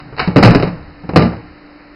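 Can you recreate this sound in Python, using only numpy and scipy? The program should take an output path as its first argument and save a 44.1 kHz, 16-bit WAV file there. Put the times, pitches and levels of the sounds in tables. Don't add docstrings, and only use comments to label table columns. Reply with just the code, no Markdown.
import sys
import numpy as np
from scipy import signal
from scipy.fft import rfft, irfft
from scipy.io import wavfile

SR = 44100
rng = np.random.default_rng(int(sys.argv[2]) if len(sys.argv) > 2 else 0)


def to_wav(s):
    ch = np.atleast_2d(s).T
    pcm = np.round(np.clip(ch, -1, 1) * 32767)
    wavfile.write(sys.argv[1], SR, pcm.astype(np.int16))


N = 85995
T = np.arange(27000) / SR

# start in seconds, cabinet boom in dB, panel knock in dB,
# bright clatter in dB, note of the struck panel in Hz, level of that note in dB.
BLOWS = [(0.125, -40, -28, -58.5, 138.4, -20), (0.275, -11.5, -13, -18.5, 184.4, 0),
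         (0.3594, -3.5, 0, -11.5, 132, 7), (.366, -11.5, -1.5, -6.5, 288.8, 6.5),
         (.383, -6.5, -5.5, -7, 232, -3.5), (.427, -7, 2.5, 5, 215, 1), (.434, 2, -0.5, 2.5, 147.6, 8.5),
         (.446, -3, -2.5, -3, 120.3, 3), (.455, -7.5, -4, -0.5, 117, 3),
         (.472, -10.5, -5.5, -4.5, 116.7, 0.5), (0.505, -20, -11, -13, 284, -10.5),
         (.548, -7.5, -4.5, -7.5, 413.5, 0.5), (.556, -16.5, -10, -10, 277.5, -0.5),
         (.598, -26, -27, -17, 157, -20), (.625, -16.5, -11, -13, 422.5, -14),
         (.630, -22, -13.5, -13.5, 159, -9.5), (.672, -20.5, -17, -23.5, 177.6, -6.5),
         (0.727, -46.5, -35, -37, 161.6, -15.5), (0.826, -37.5, -41, -36.5, 189.5, -45),
         (1.036, -29, -30.5, -41, 173, -21), (1.091, -19, -17.5, -26, 174, -26.5),
         (1.134, -15, -18, -38, 173, -15), (1.160, -7, 2, 3, 454.5, 3.5),
         (1.170, -5.5, -3.5, -5.5, 154.9, 8.5), (1.209, -15, -20, -27, 608, -10.5),
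         (1.222, -14, -13, -12.5, 227.2, -4.5), (1.243, -18.5, -24, -29, 173, -6.5),
         (1.256, -24, -23, -37.5, 232, -7), (1.328, -30, -23, -33, 227, -29),
         (1.365, -28.5, -30, -37, 114, -18)]
# frequency in Hz, relative level in dB, t60 in seconds.
CABINET_MODES = [(75.4, -12, 0.53), (114.27, -8, 0.41), (162.55, -10, 0.52), (176.5, -5, 0.36),
                 (232.4, -9, 0.28), (279.3, -9, .28), (313.5, -15.5, 0.44), (387, -23.5, 0.21),
                 (463, -17.5, 0.5), (515.4, -23.5, 0.21), (739.5, -21, 0.21), (843, -17.5, .3)]
# frequency in Hz, relative level in dB, t60 in seconds.
CAN_MODES = [(992, -20.5, 0.18), (1191, -15, .28), (1326, -16, 0.2), (1930, -19.5, 0.18),
             (2195, -23.5, 0.15), (2395, -20, 0.19), (2830, -23, 0.15), (4210, -27, 0.13)]
# frequency in Hz, relative level in dB.
KNOCK_COLOUR = [(25, -25), (60, -20), (130, 2), (280, 2.5), (500, -0.5), (800, -6.5), (1400, -13.5),
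                (3000, -26.5), (6000, -49)]
# frequency in Hz, relative level in dB.
CLATTER_COLOUR = [(100, -27.5), (500, 13.5), (1000, 4.5), (2000, 7), (2800, 2.5), (4200, 0.5), (5500, -0.5)]
# frequency in Hz, t60 in seconds.
ROOM_DECAY = [(60, 0.39), (250, 0.36), (800, 0.47), (2000, 0.4), (5000, 0.33)]
# start in seconds, level in dB.
LATCH_CLICKS = [(.002, -28.5), (.166, -28), (.176, -26.5), (.183, -18.5), (.194, -4), (.200, -8),
                (0.22, -22.5), (0.235, -29.5)]
# frequency in Hz, relative level in dB, t60 in seconds.
LATCH_MODES = [(744, -8.5, .3), (1280, -14, 0.18), (1480, -30, 0.46), (1700, -30, 0.053),
               (2240, -12.5, 0.4), (3960, -30.5, 0.21), (5220, -29, 0.13)]
# frequency in Hz, relative level in dB.
CLICK_COLOUR = [(30, -29), (120, 5), (400, 8), (800, 9), (1500, 9.5), (2700, 4), (4300, 3), (5500, -6)]
# time in seconds, level in dB.
ROLL_LEVEL = [(0, -39.5), (.17, -38), (.23, -22), (.3, -50.5), (.5, -9), (.7, -32), (.8, -34.5),
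              (1.0, -42.5), (1.15, -39), (1.4, -40.5), (1.55, -49), (1.95, -58)]
# frequency in Hz, relative level in dB.
ROLL_COLOUR = [(20, -8), (45, -7), (66, -3.5), (76, 4), (95, -14), (120, -2.5), (180, -6.5), (300, -18),
               (900, -22), (5000, -43)]
# frequency in Hz, rms level in dB before flutter.
FAN_TONES = [(177.6, -55.5), (295, -44.5), (587, -58), (1007, -66), (1260, -60.5), (1351, -59.5),
             (1793, -60.5)]
# frequency in Hz, relative level in dB.
AIR_COLOUR = [(20, -4.5), (43, 6), (65, -8.5), (120, -9.5), (180, -6.5), (300, 0.5), (420, -5), (800, -7.5),
              (1400, -10), (2100, -9), (2800, -18), (4300, -19), (5500, -21.5)]

BOOM_RISE_S, BOOM_SCATTER_DB = 0.0053, 0.5
NOTE_RISE_S, NOTE_T60_S = 0.0044, 0.099
GRAIN_DB, GRAIN_HZ = 2.5, 260
SNAP_DB, SNAP_T60_S = -2.5, 0.0082
PITCH_WANDER, LEVEL_FLUTTER = 0.0074, 0.15
AIR_DB = -42
OVERLOAD, KNEE = 1.15, 0.83
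NOTCH_HZ, NOTCH_WIDTH_HZ, NOTCH_DB = 3395, 236, -46
VOICE_EDGE_HZ, EDGE_HZ = 5350, 16500


def amp(db):
    return 10 ** (np.asarray(db) / 20)


def unit(x):
    return x / np.sqrt(np.mean(x ** 2) + 1e-20)


def read(points, hz):
    f, value = np.transpose(points)
    return np.interp(np.log(hz + 1), np.log(f), value)


def add(mix, s, sound):
    part = mix[max(round(s * SR), 0):][:len(sound)]
    part += sound[:len(part)]


def filtered_noise(gain, size):
    return unit(irfft(rfft(rng.standard_normal(size)) * gain, size))


def noise(colour, size):
    return filtered_noise(amp(read(colour, np.fft.rfftfreq(size, 1 / SR))), size)


def drift(rate_hz, size=N):
    return filtered_noise(np.exp(-(np.fft.rfftfreq(size, 1 / SR) / rate_hz) ** 2), size)


def ring(modes, scatter_db):
    out = np.zeros(len(T))
    for hz, db, t60 in modes:
        level = db + scatter_db * rng.standard_normal()
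        out += amp(level - 60 * T / t60) * np.sin(2 * np.pi * hz * T)
    return out


def burst(colour, t60, room_db):
    hz, t, bands = signal.stft(noise(colour, len(T)), SR, nperseg=512)
    decay = amp(-60 * t / read(ROOM_DECAY, hz)[:, None])
    tail = signal.istft(bands * decay, SR, nperseg=512)[1][:len(T)]
    chatter = unit(amp(GRAIN_DB * drift(GRAIN_HZ, size=len(T))))
    direct = noise(colour, len(T)) * chatter * amp(-60 * T / t60)
    return direct * np.minimum(T / 0.0012, 1) + amp(room_db) * tail * np.minimum(T / 0.013, 1)


def can():
    out = np.zeros(N)
    for s, boom_db, knock_db, clatter_db, note_hz, note_db in BLOWS:
        boom = ring(CABINET_MODES, BOOM_SCATTER_DB) * (1 - np.exp(-T / BOOM_RISE_S))
        note_envelope = (1 - np.exp(-T / NOTE_RISE_S)) * amp(-60 * T / NOTE_T60_S)
        note = np.sin(2 * np.pi * note_hz * T) * note_envelope
        knock = burst(KNOCK_COLOUR, t60=0.092, room_db=-12)
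        clatter = burst(CLATTER_COLOUR, t60=0.044, room_db=-15.5)
        clatter += amp(-5.5) * ring(CAN_MODES, scatter_db=2.5)
        add(out, s, amp(boom_db) * boom + amp(note_db) * note)
        add(out, s, amp(knock_db) * knock + amp(clatter_db) * clatter)
    return out


def latch():
    out = np.zeros(N)
    for s, db in LATCH_CLICKS:
        snap = amp(SNAP_DB - 60 * T / SNAP_T60_S) * noise(CLICK_COLOUR, len(T))
        rattle = burst(CLICK_COLOUR, t60=0.047, room_db=-15)
        metal = amp(-5.5) * ring(LATCH_MODES, scatter_db=3.0)
        add(out, s, amp(db) * (snap + rattle + metal))
    return out


def roll():
    level_db = np.interp(np.arange(N) / SR, *np.transpose(ROLL_LEVEL))
    return noise(ROLL_COLOUR, N) * amp(level_db)


def fan():
    warped_s = np.cumsum(1 + PITCH_WANDER * drift(rate_hz=9)) / SR
    out = amp(AIR_DB) * noise(AIR_COLOUR, N)
    for hz, db in FAN_TONES:
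        flutter = 1 + LEVEL_FLUTTER * drift(rate_hz=19)
        tone = np.sin(2 * np.pi * (hz * warped_s + rng.random()))
        out += amp(db) * np.sqrt(2) * flutter * tone
    return out


def scene():
    return (can() + latch() + roll() + fan())[None]


def low_pass(x, hz):
    taps = signal.firwin(401, hz, window=("kaiser", 8), fs=SR)
    return signal.oaconvolve(x, taps[None], "same")


def record(dry):
    hz = np.fft.rfftfreq(N, 1 / SR)
    notch = amp(NOTCH_DB * np.exp(-((hz - NOTCH_HZ) / NOTCH_WIDTH_HZ) ** 2))
    clipped = np.clip(dry, -OVERLOAD, OVERLOAD)
    voiced = low_pass(irfft(rfft(clipped) * notch, N), VOICE_EDGE_HZ)
    below_knee = np.clip(voiced, -KNEE, KNEE)
    headroom = 1 - KNEE
    saturated = below_knee + headroom * np.tanh((voiced - below_knee) / headroom)
    return low_pass(saturated, EDGE_HZ)


dry = scene()
out = record(dry)
to_wav(out)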